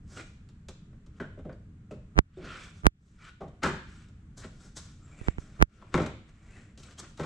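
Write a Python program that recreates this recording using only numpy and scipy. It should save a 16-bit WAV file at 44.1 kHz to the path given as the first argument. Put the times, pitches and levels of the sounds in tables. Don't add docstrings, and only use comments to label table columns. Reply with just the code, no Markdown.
import sys
import numpy as np
from scipy import signal
from scipy.fft import rfft, irfft
from scipy.io import wavfile

SR = 44100
rng = np.random.default_rng(int(sys.argv[2]) if len(sys.argv) > 2 else 0)


def ratio_of_db(decibels):
    return 10 ** (np.asarray(decibels, float) / 20)


def to_wav(sig):
    pcm = np.clip(np.atleast_2d(sig), -1, 1) * 32767
    pcm = np.round(pcm).astype(np.int16)
    wavfile.write(sys.argv[1], SR, pcm.T)


N = 319725
SLOW = 40

# frequency in Hz, density in dB per Hz.
AIR = [(500, -25), (800, -9), (1000, -6.5), (1400, -2.5), (2500, -11.5), (5000, -21.5), (7500, -17),
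       (9000, -24), (10500, -35.5), (14000, -58)]
# frequency in Hz, density in dB per Hz.
SOLE = [(200, -27.5), (280, 2.5), (450, -7), (750, -6), (950, -25), (1600, -60), (4000, -86.5)]
# time in s, crack in dB, kick in dB, thump in dB, early copy in dB.
POPS = [
    (2.18938, -.3, 1.3, 0., -7.),
    (2.86742, 1.3, 2, .5, -7.),
    (5.2135, -38., -35., -21., -30.),
    (5.28453, -12.5, -10., -4.5, -18.),
    (5.384, -28., -24., -15.5, -25.),
    (5.62533, 1.3, 2, .5, -7.),
]


def unit(x):
    return x / np.sqrt(np.mean(x ** 2) + 1e-20)


def in_time(rows):
    s, *columns = np.transpose(rows)
    return [np.interp(np.arange(N) / SR, s, c) for c in columns]


def at_hz(points, hz):
    frequency, value = np.array(points).T[:2]
    return np.interp(np.log(np.maximum(hz, 1)), np.log(frequency), value)


def colour(x, spectrum):
    cepstrum = irfft(np.log(ratio_of_db(at_hz(spectrum, np.fft.rfftfreq(8192, 1 / SR)))))
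    cepstrum[1:4096] *= 2
    cepstrum[4097:] = 0
    taps = irfft(np.exp(rfft(cepstrum)))
    return signal.oaconvolve(x, taps / np.sqrt(np.sum(taps ** 2)))[:len(x)]


def drift(rate):
    pole = np.exp(-2 * np.pi * rate * SLOW / SR)
    noise = rng.standard_normal(N // SLOW + 2002)
    slow = signal.lfilter([1], [1, -2 * pole, pole * pole], noise)[2000:]
    return np.interp(np.arange(N) / SLOW, np.arange(len(slow)), unit(slow))


def grains(per_s, spread_db):
    sizes = ratio_of_db(spread_db * np.minimum(rng.exponential(1, N), 4)) * rng.choice([-1, 1], N)
    return unit(sizes * (rng.random(N) < per_s / SR))


def narrow(hz, width_hz, length):
    sos = signal.butter(2, width_hz / 2, fs=SR, output="sos")
    noise = rng.standard_normal(length + 999) + 1j * rng.standard_normal(length + 999)
    slow = signal.sosfilt(sos, noise)[999:]
    phase = 2 * np.pi * np.cumsum(np.broadcast_to(hz, length)) / SR
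    return unit(np.real(slow * np.exp(1j * phase)))


def stroke(s, rise_s, fall_s):
    edge_db, bend = 20, 1.25
    t = np.arange(0, N + SLOW, SLOW) / SR - s
    return -edge_db * np.maximum(-t / max(rise_s, .003), t / max(fall_s, .003)) ** bend


def pressure(strokes, follows, offsets_db):
    gain = sum(ratio_of_db(row[3] + db + follows * stroke(*row[:3])) for row, db in zip(strokes, offsets_db))
    return np.interp(np.arange(N) / SLOW, np.arange(len(gain)), gain)


def hollows(table):
    patch_db, patches_per_s = 4.5, 23
    return sum(ratio_of_db(db + patch_db * drift(patches_per_s)) * narrow(hz, width_hz, N)
               for hz, width_hz, db in table)


def background():
    # time in s, level in dB.
    heater_curve = [(0.0, -47.5), (0.18, -48.5), (0.36, -50), (0.95, -50), (1.39, -47.5), (1.84, -49.5),
                    (2.35, -51.5), (2.56, -51), (2.99, -54), (3.27, -56), (3.8, -49.5), (5.0, -50),
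                    (5.85, -51.5), (6.06, -54), (6.4, -54.5), (6.58, -50), (6.93, -53.5), (7.25, -51)]
    # frequency in Hz, density in dB per Hz.
    heater_spectrum = [(11, -39.5), (18, -2), (91, -1), (220, -8), (259, -17), (321, -16), (343, -36.5),
                       (391, -22), (475, -32.5), (659, -39.5), (752, -39.5), (900, -57), (1170, -89),
                       (1980, -120)]
    air_db = -74
    heater_db, = in_time(heater_curve)
    rumble = colour(rng.standard_normal(N), heater_spectrum) * ratio_of_db(heater_db + 0.5 * drift(6.4))
    hiss = np.array([colour(v, AIR) for v in rng.standard_normal((2, N))])
    return rumble + ratio_of_db(air_db + drift(1.1)) * hiss


def garage(x, gap_s):
    # frequency in Hz, t60 in s.
    decay = [(100, 0.8), (400, 0.36), (1500, 0.42), (4000, 0.76), (9000, 0.23), (15000, 0.12)]
    t, tail = np.arange(SR) / SR, 0
    for low in 70 * 2. ** np.arange(8):
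        sos = signal.butter(2, [low, 2 * low], "band", fs=SR, output="sos")
        fall = ratio_of_db(-60 * t / at_hz(decay, low * np.sqrt(2))) * np.clip(t / gap_s, 0, 1)
        tail = tail + signal.sosfilt(sos, rng.standard_normal((2, SR))) * fall
    return signal.oaconvolve(x[None], tail / np.sqrt(SR / 20), axes=1)[:, :N]


def whines():
    # start in s, length in s, level in dB, frequency in Hz.
    patches = [(5.01, .04, -66, 1310), (5.06, .07, -66, 1310), (5.12, .03, -66, 2330),
               (5.17, .04, -67, 2330), (5.185, .03, -69, 2590), (5.22, .1, -64, 1880),
               (5.24, .07, -68, 2330), (5.03, .03, -70, 7480), (5.115, .02, -70, 7400),
               (5.17, .03, -71, 7480), (5.245, .035, -69, 7400), (5.3, .025, -74, 7480),
               (5.18, .09, -77, 8870), (5.22, .05, -72, 3500), (3.195, .045, -59, 1330),
               (3.255, .05, -58, 1420), (3.2, .07, -64, 2270), (3.24, .04, -67, 3030),
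               (3.29, .015, -70, 3800), (6.98, .02, -59, 3250), (6.985, .03, -56, 1150),
               (2.44, .06, -59, 1500), (2.5, .06, -58, 1400), (2.47, .08, -60, 2550),
               (2.49, .06, -62, 3100), (2.6, .07, -64, 3400), (6.993, .012, -60, 6300),
               (1.529, .003, -69, 4600), (6.52, .08, -69, 2600), (5.93, .006, -57, 1150),
               (2.63, .04, -58, 1450), (2.373, .006, -69, 3650)]
    lead_s, fade_s = .05, .01
    out, t = np.zeros(N), np.arange(SR // 4) / SR - lead_s
    for s, length_s, db, hz in patches:
        outside_s = np.maximum(np.maximum(-t, t - length_s), 0)
        fade = ratio_of_db(db - 20 * outside_s / fade_s)
        i = round((s - lead_s) * SR)
        out[i:i + len(t)] += (fade * narrow(hz, 90 + .035 * hz, len(t)))[:N - i]
    return out


def slides():
    # hardest moment in s, rise in s, fall in s, level in dB, hollow in Hz.
    rubs = [(0.188, 0.029, .04, -57, 1350), (3.215, 0.043, .12, -82, 1400),
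            (3.291, 0.036, 0.028, -70.5, 1450), (4.65, .07, 0.12, -70, 1530), (4.989, .02, 0.09, -72, 1400),
            (5.09, 0.098, 0.55, -63, 1400), (5.15, .02, .02, -80, 1400), (5.165, .02, .02, -80, 2300),
            (5.2, 0.046, 0.033, -61.5, 2330), (5.246, 0.048, 0.052, -60.5, 2150),
            (5.275, 0.023, 0.039, -53.5, 2160), (5.305, 0.037, 0.039, -71, 2210),
            (5.375, .03, 0.043, -84, 2040), (6.298, 0.036, 0.018, -64, 1687),
            (6.445, 0.04, 0.29, -101, 2066), (6.584, 0.3, 0.16, -58, 1830), (6.68, 0.088, 0.13, -87, 1800)]
    hiss_db, low_db = -16, 3.5
    patch_db, patches_per_s = 2.5, 17.5
    hollow_hz, = in_time([(row[0], row[4]) for row in rubs])
    level = pressure(rubs, 1, np.zeros(len(rubs)))
    broad = colour(grains(9000, spread_db=5.0), AIR)
    low = colour(grains(3000, spread_db=-2.5), SOLE)
    grip, slip = (ratio_of_db(patch_db * drift(patches_per_s)) for layer in range(2))
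    rub = grip * narrow(hollow_hz, 700., N) + ratio_of_db(3.5) * broad + ratio_of_db(low_db) * low
    hiss = slip * ratio_of_db(hiss_db) * narrow(7450., 400., N)
    return ratio_of_db(-5.5) * level * (rub + hiss)


def scuffs():
    # hardest moment in s, rise in s, fall in s, drag in dB,
    # grit over drag in dB.
    boot = [(5.937, 0.022, 0.014, -53, -14), (0.128, 0.067, 0.22, -62.5, 3),
            (0.171, 0.0098, 0.041, -52.5, -7), (0.201, 0.034, 0.041, -48.5, -17),
            (1.189, 0.082, 0.0053, -68, -10), (2.444, 0.037, 0.18, -55.5, -22),
            (2.78, 0.084, 0.082, -75.5, 8), (4.378, .01, 0.094, -60, 9.5), (4.664, 0.22, 0.097, -64.5, 1),
            (5.4, 0.036, 0.055, -67, 0), (5.45, 0.096, 0.21, -69, -5.5), (5.576, 0.19, 0.043, -67.5, -6.5),
            (5.74, 0.12, 0.29, -62, -8), (5.824, 0.032, 0.014, -61, -28), (6.777, 0.0041, 0.12, -68, 3.5),
            (6.926, 0.17, 0.026, -57.5, -9), (7.044, 0.066, 0.044, -52.5, -27), (7.09, .05, 0.17, -76, 7.5)]
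    glove = [(3.07, 0.17, 0.15, -88.5, 12.5), (3.633, 0.008, .012, -36, -19.5),
             (2.52, 0.17, 0.19, -46.5, -16), (2.648, 0.12, 0.08, -59, -3),
             (3.225, 0.036, 0.084, -58, -15.5), (3.29, 0.11, 0.035, -54, -12), (3.88, .012, .04, -63, -19),
             (3.94, 0.18, 0.2, -66, -3.2), (4.02, 0.086, 0.067, -65, -10), (4.442, 0.036, .03, -48.5, -36),
             (4.771, 0.012, 0.045, -53, 9), (4.83, 0.061, 0.23, -63, -0.8),
             (6.999, 0.018, 0.015, -54.5, 12)]
    # frequency in Hz, density in dB per Hz.
    drag_spectrum = [(450, -28.5), (750, -16), (1050, -1), (1400, 4), (1850, -0.5), (2400, -9), (3300, -13),
                     (4500, -15), (7000, -33), (11000, -76.5)]
    grit_spectrum = [(1590, -0.5), (2700, -33), (3150, -11), (3700, -7), (5820, -5), (7850, -9),
                     (9570, -12), (13500, -37), (15500, -53.5)]
    # frequency in Hz, width in Hz, level over the layer in dB.
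    drag_hollows = [(1400, 200, -4), (2340, 350, -13), (3016, 890, -14.5)]
    grit_hollows = [(3570, 770, -17.5), (5280, 680, -17), (6400, 1400, -10), (7780, 770, -11)]
    drag = colour(grains(5000, spread_db=-1.5), drag_spectrum) + hollows(drag_hollows)
    grit = colour(grains(11000, spread_db=-6.5), grit_spectrum) + hollows(grit_hollows)
    sole = colour(grains(2000, spread_db=2.), SOLE)
    strokes = boot + glove
    sole_db = [-1] * len(boot) + [-16] * len(glove)
    grit_db = [row[4] for row in strokes]
    layers = pressure(strokes, 1, np.zeros(len(strokes))) * drag
    layers += pressure(strokes, .76, sole_db) * sole
    layers += pressure(strokes, 1, grit_db) * grit
    return ratio_of_db(1.2 * drift(35)) * layers


def rings():
    # time in s, level in dB, frequency in Hz, t60 in s.
    struck = [(1.201, -32, 1558, 0.15), (7.197, -35, 805, 0.12), (1.453, -40, 392, 0.11),
              (2.372, -37.5, 370, 0.08), (2.394, -43, 384, 0.1), (3.411, -38, 747, 0.21),
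              (3.634, -26, 1345, 0.24), (3.64, -31.5, 1620, 0.46), (3.659, -30.5, 381, 0.23),
              (5.818, -46.5, 1042, 0.12), (5.942, -29, 326.5, 0.23), (5.99, -31, 760, 0.073),
              (5.96, -33, 110, .35), (1.912, -40, 200, .14), (1.2, -59, 3050, .2), (1.2, -40, 420, .12),
              (7.196, -46, 330, .12), (3.64, -39, 1000, .2), (7.194, -35.5, 496, 0.18),
              (1.494, -47.5, 1610, .12), (1.911, -45, 2344, 0.019), (3.413, -45.5, 1123, .12),
              (6.562, -52, 1785, 0.14)]
    out, t = np.zeros(N), np.arange(SR // 2) / SR
    for s, ring_db, ring_hz, t60 in struck:
        i = round(s * SR)
        fall = ratio_of_db(ring_db - 60 * t / t60) * np.clip(t / 0.0012, 0, 1)
        out[i:i + len(t)] += (fall * narrow(ring_hz, 0.15 * ring_hz, len(t)))[:N - i]
    return out


def body(x, modes):
    t, taps = np.arange(SR // 4) / SR, 0
    for k, (hz, db, t60) in enumerate(modes):
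        decay = ratio_of_db(db - 60 * t / min(t60, .1, 35 / hz))
        taps = taps + (-1) ** k * decay * np.sin(2 * np.pi * hz * t)
    return signal.oaconvolve(x, taps / np.sqrt(np.sum(taps ** 2)))[:N]


def knocks():
    # time in s, shell clack in dB, panel boom in dB, clip tick in dB,
    # rattle t60 in s.
    blows = [(0.684, -38, -41.5, -42, 0.1), (1.198, -34, -34.5, -55.5, 0.22),
             (1.491, -43, -43.5, -73, 0.17), (1.908, -43, -37.5, -57, 0.2), (3.632, -14, -29.5, -32, 0.17),
             (3.656, -25, -35, -43.5, 0.38), (4.441, -40, -43, -56.5, 0.16),
             (5.9418, -14.5, -24.5, -36, 0.14), (5.976, -21.5, -26, -44, 0.093),
             (5.998, -29, -31, -52, 0.32), (6.019, -45, -43, -51, 0.16), (6.061, -31, -42, -43, 0.085),
             (7.1955, -31, -40, -51.5, 0.38), (7.231, -37, -44, -53, 0.29)]
    shoves = [
        (1.37, -54, -41, -76, 0.13),
        (1.446, -45, -36, -70, 0.17),
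        (2.368, -60, -43, -68.5, 0.7),
        (3.404, -38, -35.5, -61.5, 0.26),
        (6.976, -42, -55.5, -50.5, 0.27),
        (7.171, -40, -56, -52, 0.3),
        (3.619, -27, -34, -52, .1),
    ]
    # time in s, shell clack in dB, clip tick in dB.
    light = [(6.796, -56, -56), (6.862, -70, -62), (6.908, -60, -56), (6.921, -63, -62), (1.387, -46, -67),
             (0.488, -55, -59), (0.927, -55.5, -81), (1.062, -55.5, -62), (1.525, -57, -63),
             (3.08, -78, -70), (3.478, -66, -65), (4.084, -57, -63.5), (5.821, -43, -73), (6.347, -85, -73),
             (6.775, -51, -51), (6.831, -54, -46.5), (7.103, -54, -93)]
    # time in s, shell in dB, panel in dB, clip in dB.
    snaps = [
        (5.9415, -15, -26, -31),
        (5.9765, -30, -36, -42),
        (6.001, -28, -31, -56),
        (6.0195, -38, -40, -42),
        (6.062, -40, -44, -44),
        (3.6335, -26, -38, -40),
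        (3.648, -27, -33, -44),
        (3.663, -30, -34, -46),
        (7.197, -33, -33, -52),
        (7.21, -33, -33, -52),
    ]
    # frequency in Hz, level in dB, t60 in s.
    panel = [(79, -6.5, 0.21), (150, 0.5, 0.08), (187, 7.5, 0.025), (256, 3, 0.04), (342, 0, 0.04),
             (422, 0, 0.033), (520, 2, 0.025), (643, 3, 0.018)]
    shell = [(810, -0.5, 0.022), (918, -1.5, 0.033), (1070, 2, 0.019), (1320, 3.5, 0.02), (1550, -1, 0.03),
             (1880, 0, 0.0094), (2140, -3, 0.013), (2450, -8, 0.012), (3050, -9, .007),
             (3760, -10.5, 0.0052)]
    # frequency in Hz, density in dB per Hz.
    tick = [(1500, -32), (2600, -4.5), (3600, -3), (5000, -7), (7500, -8), (10000, -20.5), (13000, -33.5),
            (16000, -46)]
    hard = blows + [(s, db, db - 5, tick_db, .1) for s, db, tick_db in light]
    rises_s = [.0015] * len(hard) + [.007] * len(shoves)
    drive, t = np.zeros((3, N)), np.arange(SR // 2) / SR
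    for (s, clack_db, boom_db, tick_db, t60), rise_s in zip(hard + shoves, rises_s):
        i, t60, rise = round(s * SR), max(t60, .004), np.clip(t / rise_s, 0, 1)
        rattle = ratio_of_db(-60 * t / t60) * rise
        rattle *= 1 + 0.6 * ratio_of_db(-60 * t / 0.026)
        crack = ratio_of_db(-60 * t / (0.76 * t60)) * rise
        gains = ratio_of_db([[boom_db], [clack_db], [tick_db]])
        drive[:, i:i + len(t)] += (gains * [rattle, rattle, crack])[:, :N - i]
    contacts = [grains(3000, spread_db=0.5), grains(4600, spread_db=1.5), grains(9000, spread_db=4.5)]
    drive = drive * contacts
    for s, clack_db, boom_db, tick_db in snaps:
        drive[:, round(s * SR)] += ratio_of_db([boom_db + 26, clack_db + 26, tick_db + 16])
    boom = ratio_of_db(1.5) * body(drive[0], panel)
    clack = ratio_of_db(-9.0) * body(drive[1], shell)
    return boom + clack + ratio_of_db(-4.0) * colour(drive[2], tick)


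def swell(t, width_s):
    u = np.clip(t, 0, None) / width_s
    return u * np.exp(1 - u)


def zero_phase(x, order, hz, kind):
    return signal.sosfiltfilt(signal.butter(order, hz, kind, fs=SR, output="sos"), x)


def dull(x):
    return zero_phase(x, 1, 2600, "low")


def pops():
    # frequency in Hz, level in dB.
    band_edges = [(1200, -24), (6020, -44), (8050, -47), (9000, -52)]
    # bite in dB, flank in dB.
    sharpness = [(-1, -1.5), (0, 4), (0, 0), (0, 0), (0, 0), (-5, -1)]
    frame_s = 512 / 48000
    edge_db, early_crack_db = -14.5, -7
    bite_level_db, late_db, late_loss_db = -10.5, -39, 12.5
    out, t = np.zeros((2, N)), (np.arange(8192) - 4096) / SR
    step = -3.2 * np.tanh(7350 * t) + 1.1 * np.exp(-(t / .00015) ** 2)
    crack = zero_phase(step, 8, 1200, "high")
    smear = zero_phase(step, 16, 1150, "high")
    bite = zero_phase(-np.sign(t - 1.5 / SR), 3, [4000., 9500.], "band")
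    edge = zero_phase(-np.sign(t), 2, [2200., 9500.], "band")
    push = .78 * swell(t - .00024, .00026)
    kick = dull(push - .61 * swell(t, .00014))
    sag = signal.butter(2, [46, 600], "band", fs=SR, output="sos")
    thump = signal.sosfilt(sag, -.81 * np.clip((t - .001) / .001, 0, 1))
    late_thump = signal.lfilter([.02], [1, -.98], np.roll(thump, 75))
    around = ratio_of_db(-20 * np.maximum(-t / 0.019, t / 0.0045))
    ringing = around * sum(ratio_of_db(db) * np.cos(2 * np.pi * hz * t) for hz, db in band_edges)
    for (s, crack_db, kick_db, thump_db, early_db), (bite_db, flank_db) in zip(POPS, sharpness):
        i = round(s * SR) - 4096
        high = ratio_of_db(crack_db) * crack + ratio_of_db(2 * crack_db) * ringing
        high += ratio_of_db(1.5 * crack_db + bite_level_db + bite_db) * bite
        flank = ratio_of_db(1.6 * crack_db + edge_db + flank_db) * edge
        low = ratio_of_db(kick_db) * kick + ratio_of_db(thump_db) * thump
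        out[:, i:i + 8192] += [high + flank, low - 1.228 * high + flank]
        for k in (1, 2, 3):
            late = ratio_of_db(crack_db + late_db - late_loss_db * (k - 1)) * smear
            i = round((s + k * frame_s) * SR) - 4096
            out[:, i:i + 8192] += [late, -late]
            high = (-1) ** k * ratio_of_db(crack_db + k * (early_db + early_crack_db))
            high = high * (smear + ratio_of_db(bite_level_db - 6.5) * bite)
            low = ratio_of_db(kick_db + 2 - 5 * k) * dull(push) + ratio_of_db(thump_db + 4) * late_thump
            low = (-ratio_of_db(early_db)) ** k * low
            i = round((s - k * frame_s) * SR) - 4096
            out[:, i:i + 8192] += [high, low - high]
    return out


def ducking(depth_db, hold_s, back_s):
    t, db = np.arange(N) / SR, np.zeros(N)
    for s, crack_db, *rest in POPS:
        shape = np.clip((t - s) / 0.012, 0, 1) * np.clip((s + hold_s + back_s - t) / back_s, 0, 1)
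        db -= depth_db * ratio_of_db(2 * crack_db) * shape
    return ratio_of_db(db)


def ports(x, duck):
    side = (x[0] - x[1]) / 2
    high = zero_phase(side, 8, 1150, "high")
    side = high + ratio_of_db(-15) * (side - high)
    return x.mean(axis=0) * duck + side * duck ** .4 * [[1], [-1]]


def scene():
    # time in s, left over right in dB.
    work_pan = [(0, -1), (.5, -1), (1.2, 1.5), (1.6, 0), (2.4, -.5), (2.8, -1), (3.6, 2.4), (5.6, 2.4),
                (5.95, 4.5), (6.3, 2.4), (7.25, 2.4)]
    # frequency in Hz, level in dB.
    inlet = [(500, 0.5), (850, -4), (1100, -2.5), (1450, -4), (2200, 0), (6000, 2.5), (7600, 2.5),
             (10000, -0.5)]
    hits = knocks() + rings()
    rubs = scuffs() + slides() + whines()
    pan_db, = in_time(work_pan)
    direct = (hits + rubs) * ratio_of_db(-1.2 + pan_db * [[.5], [-.5]])
    air = direct + garage(ratio_of_db(-4.0) * hits + ratio_of_db(-5.0) * rubs, gap_s=0.0089)
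    air = np.array([colour(v, inlet) for v in air]) + background()
    return ports(air, ducking(depth_db=10.0, hold_s=0.038, back_s=0.22)) + pops()


def band_limit(x):
    return signal.sosfilt(signal.butter(12, 16550, fs=SR, output="sos"), x)


def record(dry):
    top = signal.cheby2(14, 50, 16600, fs=SR, output="sos")
    mix = signal.sosfiltfilt(top, np.clip(dry, -.97, .97))
    return band_limit(mix)


dry = scene()
out = record(dry)
to_wav(out)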